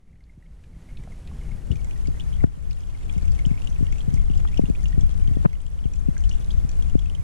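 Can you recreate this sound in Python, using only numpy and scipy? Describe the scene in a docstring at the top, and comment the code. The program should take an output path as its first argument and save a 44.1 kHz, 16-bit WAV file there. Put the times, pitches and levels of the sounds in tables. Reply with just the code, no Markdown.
"""A still pond in light rain, heard from just above the water.
Near drops tick, splash and ring trapped air bubbles; a few tap on reeds; far ones merge into a wash.
A breeze rumbles on the microphone and sheds eddies that thump; the hardest make the limiter duck.
The scene fades in and opens from mono to stereo within the first two seconds."""
import sys
import numpy as np
from scipy import signal
from scipy.fft import rfft, irfft, next_fast_len
from scipy.io import wavfile
from scipy.ndimage import uniform_filter1d, minimum_filter1d, map_coordinates

SR = 44100
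rng = np.random.default_rng(int(sys.argv[2]) if len(sys.argv) > 2 else 0)


def digitize_waveform(pressure):
    """Quantize a signal to 16-bit integers and store it at the path in sys.argv[1].

    Rows of a 2-D input are taken as channels; values are limited to [-1, 1].
    """
    field = np.atleast_2d(pressure).T
    bounded = np.clip(field, -1, 1)
    quanta = np.round(bounded * 32767).astype(np.int16)
    wavfile.write(sys.argv[1], SR, quanta)


N = 318843

# strong eddies at the microphone port: t/s, peak/dB, f at peak/Hz, cycles per e-fold of age, ln tail width
STRONG_EDDIES = [(1.709, -5, 110, 1.5, 0.61), (1.722, -17.5, 242, 1.7, 0.65), (1.733, -9, 96, 1.4, 0.4),
                 (2.086, -8.5, 213, 1.06, 0.87), (2.444, 7, 198, 1.23, 0.62), (3.167, -9.5, 165, 1.5, 0.93),
                 (3.178, -12, 133, 2.5, 1), (3.471, -4, 133, 2, 0.59), (3.517, -6, 158, 1.95, 0.49),
                 (3.811, -9, 197, 1.2, 0.7), (3.829, -5, 168, 1.2, 0.79), (4.085, -4.5, 137, 2, 0.44),
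                 (4.141, -6.5, 143, 1.4, 0.65), (4.305, -10.5, 192, 2.1, 0.66), (4.595, 2, 330, 1.0, 0.73),
                 (4.64, -3, 184, 1.5, 0.54), (4.69, -15, 222, 1.3, 1), (4.702, -4.5, 232, 1.13, 1),
                 (4.946, -9, 100, 1.5, 0.6), (4.981, -3, 158, 0.82, 1), (5.038, -7.5, 119, 1.8, 0.91),
                 (5.286, -9, 141.5, 1.8, 0.7), (5.316, -6.5, 120, 1.34, 0.8),
                 (5.371, -3.5, 193, 0.68, 0.81), (5.451, -5.5, 347, 3.5, 0.13), (5.46, 7.5, 162, 5.2, 0.11),
                 (5.858, -2, 138, 0.75, 1), (6.089, -1, 177, 1.6, 0.52), (6.651, -9, 147, 1.3, 0.83),
                 (6.955, 3.5, 260, 1.16, 0.72)]


def near_drops():
    """Each drop ticks, splashes and rings a bubble; a weaker one follows as the crater closes."""
    # t/s, bubble f/Hz, relative bubble level/dB, relative tick level/dB
    drops = [(0.026, 2060, -39, -60), (0.128, 2090, -39, -59), (0.155, 1980, -39, -58),
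             (0.206, 2110, -37.5, -43), (0.266, 1880, -41, -52), (0.295, 2120, -42, -56),
             (0.334, 2170, -42, -51), (0.424, 1940, -40, -61), (0.458, 2180, -41, -58),
             (0.637, 1690, -42, -37.5), (0.852, 1960, -43, -60), (0.887, 2110, -36, -53),
             (0.903, 2170, -45, -58), (0.972, 2520, -37, -57), (1.036, 2000, -39.5, -37),
             (1.119, 2135, -37, -45), (1.275, 2510, -41, -44), (1.335, 2300, -53, -43),
             (1.412, 2100, -50, -60), (1.515, 2170, -44, -67), (1.715, 2900, -33.5, -36.5),
             (1.723, 3600, -44, -41), (1.756, 2400, -43, -39), (1.845, 2160, -41.5, -32),
             (1.909, 2420, -36, -38.5), (2.056, 2210, -40.5, -42), (2.072, 4700, -39, -34.5),
             (2.198, 2970, -33.5, -37.5), (2.206, 3420, -38, -46), (2.328, 3080, -41, -61),
             (2.339, 3140, -41, -54), (2.355, 3250, -47, -58), (2.404, 2050, -41.5, -58),
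             (2.708, 2500, -38, -37), (2.711, 4900, -33, -50.5), (2.73, 4100, -40, -38),
             (2.805, 2270, -52, -34), (2.834, 2960, -42, -56), (2.947, 2170, -42.5, -56),
             (3.01, 2190, -41, -46), (3.093, 2410, -33.5, -45), (3.126, 2170, -58, -37),
             (3.157, 2750, -39, -57), (3.179, 2170, -38.5, -35), (3.222, 4500, -43, -38),
             (3.254, 2840, -46, -38), (3.28, 2750, -41, -37), (3.319, 4740, -40.5, -36.5),
             (3.348, 2650, -44, -40), (3.378, 2300, -44, -53), (3.39, 2170, -35, -36),
             (3.452, 3030, -31.5, -46), (3.461, 3030, -58, -28.5), (3.491, 2600, -44, -54),
             (3.507, 2220, -35, -58), (3.54, 2200, -39.5, -58), (3.575, 2330, -38.5, -53),
             (3.618, 2760, -38, -37), (3.647, 3030, -64, -36), (3.672, 2900, -31.5, -34),
             (3.76, 2600, -36, -57.5), (3.825, 1720, -51, -48), (3.867, 2900, -36.5, -43),
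             (3.924, 2180, -30, -32), (3.983, 2680, -41.5, -38.5), (4.006, 3220, -37, -46),
             (4.141, 2540, -62, -26.5), (4.173, 2110, -38, -57.5), (4.299, 2860, -43, -58),
             (4.336, 2950, -41.5, -50), (4.376, 2890, -47, -30), (4.475, 3300, -38.5, -41),
             (4.486, 2760, -41, -39), (4.53, 2380, -44, -52), (4.543, 2540, -39, -40),
             (4.573, 2890, -30, -35), (4.577, 2820, -33, -38), (4.656, 2770, -36.5, -43),
             (4.698, 2540, -47, -36), (4.75, 2390, -34.5, -47), (4.856, 2850, -30.5, -42),
             (4.883, 1890, -62, -34), (4.927, 1890, -37.5, -64), (5.009, 3340, -46, -30.5),
             (5.275, 3130, -39.5, -37), (5.53, 2150, -34, -40), (5.664, 3120, -38.5, -33.5),
             (5.553, 2890, -43, -62), (5.603, 3000, -40, -41), (5.79, 2970, -40, -48),
             (5.841, 3170, -43, -44.5), (5.854, 2900, -44, -51), (5.936, 2500, -46, -29.5),
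             (5.957, 2200, -52, -33.5), (6.179, 3140, -51, -25), (6.238, 3010, -33, -35),
             (6.293, 4330, -39, -26), (6.313, 2920, -32.5, -51), (6.327, 2970, -47, -37),
             (6.337, 2830, -38, -48), (6.445, 3840, -44, -36.5), (6.506, 3310, -31.5, -44),
             (6.511, 4570, -38, -54), (6.692, 2450, -52, -27.5), (6.715, 4280, -46, -35),
             (6.824, 3220, -38, -37), (6.898, 2870, -41, -38), (6.991, 3340, -36.5, -28),
             (7.022, 2320, -47, -62), (7.057, 2600, -39, -40), (7.098, 2980, -36, -37),
             (7.15, 3090, -34.5, -35)]
    t_s, hz, bubble_db, tick_db = np.transpose(drops)
    wait, size, tune = rng.random((len(t_s), 3)).T
    slow = (3000 / hz) ** 1.8  # larger, lower bubbles swell and decay more slowly
    first = bubbles(t_s, hz, bubble_db + 7, t60_s=0.014 * slow, rise=0.05, pan_db=4,
                    attack_s=0.0008 * slow)
    fragments = breakup(t_s, hz, bubble_db)
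    second = bubbles(t_s + 0.0032 + 0.005 * wait, hz * (0.97 + 0.42 * tune), bubble_db - 7.5 - 7 * size,
                     t60_s=0.0089, rise=0.17, pan_db=10.5, attack_s=0.0012)
    splash = splashes(t_s, 0.64 * bubble_db + 0.46 * tick_db - 5.5, t60_s=0.031)
    tiny = bubbles(t_s + 0.00091, 5200 + 2200 * tune, tick_db + 0.5,
                   t60_s=0.0083, rise=0.37, pan_db=6.5, attack_s=0.0023)
    rings = first + fragments + second + tiny + rebounds(t_s, hz, bubble_db)
    return rings + splash + ticks(t_s, tick_db + 0.5) + spatter(t_s, tick_db)


def bubbles(t_s, hz, db, t60_s, rise, pan_db, attack_s):
    """Trapped air rings briefly; its pitch climbs as it nears the surface."""
    t = np.arange(SR // 30) / SR
    life, glide, pan, lag = rng.standard_normal((len(t_s), 4)).T[:, :, None]
    t60_s, attack_s = np.reshape(t60_s, (-1, 1)), np.reshape(attack_s, (-1, 1))
    age = t / (t60_s * np.exp(0.22 * life))
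    pitch_hz = hz[:, None] * (1 + rise * (1 + 0.7 * glide) * (np.minimum(age, 1) - 0.15))
    phase = 2 * np.pi * np.cumsum(pitch_hz, 1) / SR
    envelope = amp(db[:, None] - 60 * age) * (1 - np.exp(-(t / attack_s) ** 2))
    return np.array([placed(t_s, envelope * amp(ear * pan_db * pan) * np.sin(phase + ear * 0.29 * lag))
                     for ear in (1, -1)])


def ticks(t_s, db):
    """The impact itself: a bright tick, different at every drop."""
    # tick partials: f/Hz, relative level/dB, t60/s
    partials = [(4420, -20, 0.02), (5590, -7.5, 0.0094), (6340, 4.5, 0.0041), (7600, -3, 0.0056),
                (9060, 1, 0.0015)]
    hz, partial_db, t60_s = np.transpose(partials)[:, :, None]
    t = np.arange(SR // 80) / SR
    tune, strength, lag = rng.standard_normal((len(t_s), 3, len(partials), 1)).transpose(1, 0, 2, 3)
    start_db = db[:, None, None] + partial_db + 3 + 2.5 * strength
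    envelope = amp(start_db - 60 * t / t60_s) * (1 - np.exp(-(t / 0.00083) ** 2))
    phase = 2 * np.pi * hz * (1 + 0.056 * tune) * t
    return np.array([placed(t_s, (envelope * np.sin(phase + ear * 0.5 * lag)).sum(1))
                     for ear in (1, -1)])


def splashes(t_s, db, t60_s):
    """Torn water hisses for an instant at each impact."""
    # hiss spectrum: f/Hz, relative density/dB
    colour = [(1200, 0), (2200, 3), (3000, 3.5), (4500, 1), (6000, -18.5), (7500, -8), (9000, -2.5),
              (14000, -30)]
    t = np.arange(SR // 25) / SR
    envelope = placed(t_s, amp(db[:, None] - 60 * t / t60_s) * (1 - np.exp(-t / 0.00082)))
    return envelope * (1.05 * noise(colour) + 0.25 * np.array([noise(colour), noise(colour)]))


def breakup(t_s, hz, db, count=3):
    """The crater closes on more bubbles of like size, which beat against the first."""
    wait, size, tune = rng.random((len(t_s) * count, 3)).T
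    t_s, hz, db = np.repeat([t_s, hz, db], count, axis=1)
    return bubbles(t_s + 0.009 * wait, hz * np.exp(0.18 * (2 * tune - 1)), db + 1.5 - 6 * size,
                   t60_s=0.0059, rise=0.062, pan_db=4, attack_s=0.00066)


def rebounds(t_s, hz, db):
    """The jet thrown up by a drop falls back and rings a soft, slightly higher bubble."""
    wait, tune = rng.random((len(t_s), 2)).T
    return bubbles(t_s + 0.004 + 0.018 * wait, hz * (1 + 0.1 * tune), db - 14,
                   t60_s=0.012, rise=0.028, pan_db=-4, attack_s=0.0025)


def spatter(t_s, db):
    """Droplets torn from the splash crown land a moment later and tick."""
    wait, size = rng.random((len(t_s), 2)).T
    return ticks(t_s + 0.0024 + 0.031 * wait, db - 9 - 8 * size)


def far_drops(count=780):
    """Drops all over the pond ring, tick and splash: many faint, a few clearer."""
    when, size, tune, sharp = rng.random((count, 4)).T
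    t_s = shower_times(when)
    db = -50 + 10 * size ** 2
    hz = 2817 * np.exp(0.106 * rng.standard_normal(count))
    rings = bubbles(t_s + 0.002887 * tune, hz, db, t60_s=0.014, rise=0.025, pan_db=2.5, attack_s=0.0018)
    return rings + ticks(t_s, db - 9 + 11 * sharp) + splashes(t_s, db - 14.5, t60_s=0.032)


def patter(count=600):
    """Small drops further out each ring a brief bubble; the water simmers."""
    when, size = rng.random((count, 2)).T
    hz = 2800 * np.exp(0.13 * rng.standard_normal(count))
    return bubbles(shower_times(when), hz, -48 + 5 * size,
                   t60_s=0.011, rise=0.042, pan_db=3, attack_s=0.0017)


def low_plinks(count=210):
    """Distant bubbles, lower and longer; they thin out over time."""
    when, size, tune = rng.random((count, 3)).T
    return bubbles(when ** 1.25 * N / SR, 1830 + 495 * tune, -43.5 + 6 * size ** 2,
                   t60_s=0.03, rise=0.016, pan_db=0, attack_s=0.0027)


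def spray(count=300):
    """Fine droplets fall back and ring very small bubbles."""
    when, size, tune = rng.random((count, 3)).T
    return bubbles(shower_times(when), 5000 + 3300 * tune, -52 + 7 * size ** 2,
                   t60_s=0.011, rise=0.28, pan_db=8.5, attack_s=0.0025)


def reed_taps(t60_s=0.024, log_width=0.2):
    """A drop on a reed blade gives a dull, papery tap."""
    # t/s, f/Hz, level/dB
    taps = [(0.238, 4200, -43), (0.638, 3030, -36.5), (0.97, 3530, -37), (1.074, 695, -29.5),
            (1.073, 1140, -41), (1.273, 3570, -39), (1.312, 825, -36.5), (6.166, 1670, -34)]
    t = np.arange(SR // 15) / SR
    out = np.zeros(N)
    for t_s, hz, db in taps:
        band = filtered(rng.standard_normal(N), lambda f: bell(np.log((f + 1) / hz), log_width))
        envelope = amp(db - 60 * t / t60_s) * (1 - np.exp(-t / 0.0014))
        out += unit(band) * placed(np.array([t_s]), envelope[None])
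    return out


def housing_snaps(count=70, t60_s=0.0074, pan_db=2):
    """Spray lands on the microphone housing with dry, bright snaps, mostly faint."""
    # distinct hits: t/s, level/dB
    hits = [(4.831, -38), (5.178, -43), (6.205, -44), (6.293, -51), (6.692, -43)]
    # snap spectrum: f/Hz, relative density/dB
    colour = [(2500, -16), (6000, 0), (10000, -2), (15000, -17)]
    when, size = rng.random((count, 2)).T
    faint_hits = [shower_times(when), -54 + 9 * size ** 2]
    t_s, db = np.hstack([np.transpose(hits), faint_hits])
    t = np.arange(SR // 100) / SR
    envelope = placed(t_s, amp(db[:, None] - 60 * t / t60_s))
    return envelope * np.array([noise(colour), noise(colour)]) * amp([[pan_db], [-pan_db]])


def wind(count=60):
    """Pressure on one microphone port comes out opposed in the two channels, stronger on the left."""
    # breeze strength, one gust: t/s, relative level/dB
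    breeze = [(0, -24.5), (.35, -21), (.55, -25.5), (1.2, -24), (2, -21.5), (4.15, -19.5), (4.36, -13.5),
              (4.6, -17.5), (5.8, -20.5), (7.2, -17.5)]
    # rumble spectrum: f/Hz, relative density/dB
    colour = [(8, 1), (22, 0.5), (40, 2.5), (60, -1), (100, -10.5), (160, -15.5), (250, -29.5),
              (400, -46.5), (800, -44), (2000, -94)]
    # wind inverted on the right: f/Hz, share
    opposed = [(60, .48), (125, .55), (250, .68), (500, .85), (1000, .92)]
    strength = amp(curve(breeze))
    rumble = strength * amp(3.5 + 2.45 * wobble(13)) * noise(colour)
    when, size, tune = rng.random((count, 3)).T
    t_s = when * N / SR
    small_db = np.interp(t_s, *np.transpose(breeze)) - 4 + 9 * size
    small_eddies = eddies(t_s, small_db, 86.9 + 86.5 * tune, cycles=1.83, log_width=0.86)
    left = rumble + small_eddies + eddies(*np.transpose(STRONG_EDDIES)) + wakes()
    right = -filtered(left, lambda hz: along(opposed, hz)) + strength * amp(-6) * noise(colour)
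    return np.array([left, right]) + puffs()


def eddies(t_s, db, hz, cycles, log_width):
    """An eddy hits the port as a quick flutter that slows into a thump."""
    lead_s = cycles / hz
    log_width = np.reshape(log_width, (-1, 1))
    log_age = np.log((np.arange(SR // 14) + 1) / SR / lead_s[:, None])  # 0 at the peak
    width = np.where(log_age < 0, np.minimum(log_width, 0.34), log_width)
    envelope = amp(db)[:, None] * bell(log_age, width)
    phase = 2 * np.pi * (np.reshape(cycles, (-1, 1)) * log_age + rng.random((len(t_s), 1)))
    return placed(t_s - lead_s, envelope * np.sin(phase))


def wakes(delay_s=0.0012, sigma_s=0.0075):
    """Each strong eddy travels in a short patch of churning air."""
    # turbulence spectrum: f/Hz, relative density/dB
    colour = [(40, -0.5), (110, 0.5), (220, -13.5), (400, -20), (800, -29), (2000, -71)]
    t_s, db = np.transpose(STRONG_EDDIES)[:2]
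    t = np.arange(SR // 12) / SR
    patches = amp(np.minimum(db, 0) - 15.5)[:, None] * bell(t - t.mean(), sigma_s)
    return placed(t_s + delay_s - t.mean(), patches) * noise(colour)


def puffs(sigma_s=0.0015, opposed=0.79):
    """Hard eddies break into crackling puffs of finer turbulence."""
    # t/s, level/dB
    bursts = [(2.441, -14), (4.402, -30), (4.452, -24), (4.593, -30), (5.446, -32), (5.453, -13),
              (5.459, -6)]
    # puff spectrum: f/Hz, relative density/dB
    colour = [(150, -36), (400, 6.5), (900, 3), (1400, -4.5), (2300, -14), (2900, -23), (4000, -51),
              (6000, -60)]
    t_s, db = np.transpose(bursts)
    t = np.arange(SR // 100) / SR
    envelope = placed(t_s - t.mean(), amp(db)[:, None] * bell(t - t.mean(), sigma_s))
    return envelope * noise(colour) * np.array([[1], [-opposed]])


def bank_echo(x):
    """Reeds and bank scatter a short, diffuse tail."""
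    # tail decay: f/Hz, t60/s
    decay = [(1000, 0.44), (3000, 0.08), (9000, 0.35)]
    hz, t, spectra = signal.stft(rng.standard_normal((2, SR // 4)), SR, nperseg=256)
    tail = signal.istft(spectra * amp(-60 * t / along(decay, hz)[:, None]), SR, nperseg=256)[1]
    return signal.fftconvolve(x, tail / np.linalg.norm(tail[0]), axes=1)[:, :N]


def wash():
    """Countless far drops merge into a steady, wide hiss."""
    # spectra common to both ears and opposed between them: f/Hz, relative density/dB
    mid_colour = [(100, 10.5), (250, 17), (400, 13.5), (700, 7), (1200, 3), (2200, -0.5), (3000, -5.5),
                  (4500, -7), (6500, -7), (8500, -7.5), (10500, -8.5), (12500, -16.5), (15000, -28)]
    side_colour = [(100, 14), (400, 19.5), (700, 13.5), (1200, 14.5), (2200, 1.5), (3000, -2), (4500, -5.5),
                   (6500, -2.5), (8500, -4.5), (10500, -5), (12500, -12), (15000, -26)]
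    mid = amp(-50) * noise(mid_colour)
    side = amp(-48.5) * noise(side_colour)
    return np.array([mid + side, mid - side]) * amp(0.35 * wobble(1.8) + 0.75 * wobble(25))


def shower_times(when):
    """Map draws of 0-1 to times in s; the shower thickens, then eases."""
    # t/s, relative drop rate
    shower = [(0, 0.1), (1.4, 0.3), (2.0, 0.9), (3.2, 1.7), (5.0, 1.1), (7.2, 1.3)]
    fallen = np.cumsum(curve(shower))
    return np.searchsorted(fallen, when * fallen[-1]) / SR


def ports(x, tilt_db=1.1):
    """The two microphone ports shift the phase of sound from the water; the right is louder."""
    # f/Hz, phase lead of right over left/rad
    lead = [(1200, -1.5), (2200, -2.5), (2900, -1.5), (3600, 0.5), (4400, -5.5), (5300, 0), (6200, 5),
            (7400, 0), (9000, -5)]
    shifted = filtered(x, lambda hz: np.exp(0.5j * np.outer([-1, 1], along(lead, hz))))
    return shifted * amp([[-tilt_db], [tilt_db]])


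def limiter(x, ceiling_db, recovery_db_per_s):
    """The gain drops at once under a peak and creeps back."""
    excess_db = np.maximum(20 * np.log10(np.abs(x).max(0) + 1e-9) - ceiling_db, 0)
    ramp_db = recovery_db_per_s * np.arange(N) / SR
    cut_db = np.maximum.accumulate(excess_db + ramp_db) - ramp_db
    return x * uniform_filter1d(minimum_filter1d(amp(-cut_db), size=221), size=221)


def widen(x, start_s=1.39, span_s=0.55, full_width=0.94):
    """Mono that favours the left port opens to stereo."""
    # side signal kept in mono: f/Hz, share
    leak = [(60, 0.057), (150, 0.4), (350, 0.71), (700, 0.3), (1200, 0.06), (3000, 0.97), (10000, 0.021)]
    mid, side = (x[0] + x[1]) / 2, (x[0] - x[1]) / 2
    width = full_width * np.clip((np.arange(N) / SR - start_s) / span_s, 0, 1)
    centre = mid + (1 - width) * filtered(side, lambda hz: along(leak, hz))
    return np.array([centre + width * side, centre - width * side])


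def amp(db):
    """dB to gain."""
    return 10 ** (np.asarray(db) / 20)


def unit(x):
    """Scale to rms 1."""
    return x / np.sqrt(np.mean(x ** 2) + 1e-20)


def bell(x, sigma):
    """Gaussian of peak 1."""
    return np.exp(-0.5 * (x / sigma) ** 2)


def along(points, hz):
    """Interpolate (f/Hz, value) points on a log axis."""
    f, value = np.transpose(points)
    return np.interp(np.log(hz + 1), np.log(f + 1), value)


def curve(rows):
    """Interpolate (t/s, value) rows at every sample."""
    return np.interp(np.arange(N) / SR, *np.transpose(rows))


def wobble(rate_hz):
    """Smooth random curve, rate_hz knots a second."""
    knots = rng.standard_normal(int(N * rate_hz / SR) + 4)
    return map_coordinates(knots, [np.arange(N) * rate_hz / SR])


def filtered(x, response):
    """Apply a complex frequency response."""
    size = next_fast_len(N + SR // 2)
    return irfft(rfft(x, size) * response(np.fft.rfftfreq(size, 1 / SR)), size)[..., :N]


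def noise(colour):
    """Noise of rms 1, shaped by (f/Hz, level/dB) points."""
    return unit(filtered(rng.standard_normal(N), lambda hz: amp(along(colour, hz))))


def placed(t_s, sounds):
    """Sum one row of samples per event, each from its start time."""
    index = np.round(t_s * SR).astype(int)[:, None] + np.arange(sounds.shape[1])
    return np.bincount(index[index >= 0], sounds[index >= 0], N)[:N]


def scene():
    """Rain on water, reeds and housing, with wash and breeze."""
    water = near_drops() + far_drops() + patter() + spray() + low_plinks()
    drops = ports(water) + reed_taps()
    return drops + amp(-10) * bank_echo(drops) + housing_snaps() + wash() + wind()


def record(dry, top_hz=15100):
    """Limiter, stereo width, fade-in, band limit."""
    # fade-in: t/s, gain/dB
    fade = [(0, -22), (.5, -16.5), (1, -8), (1.5, -3), (2, -2.5)]
    held = limiter(dry, ceiling_db=2, recovery_db_per_s=6.5)
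    faded = widen(held) * amp(curve(fade))
    return filtered(faded, lambda hz: hz < top_hz)


dry = scene()
out = record(dry)
digitize_waveform(out)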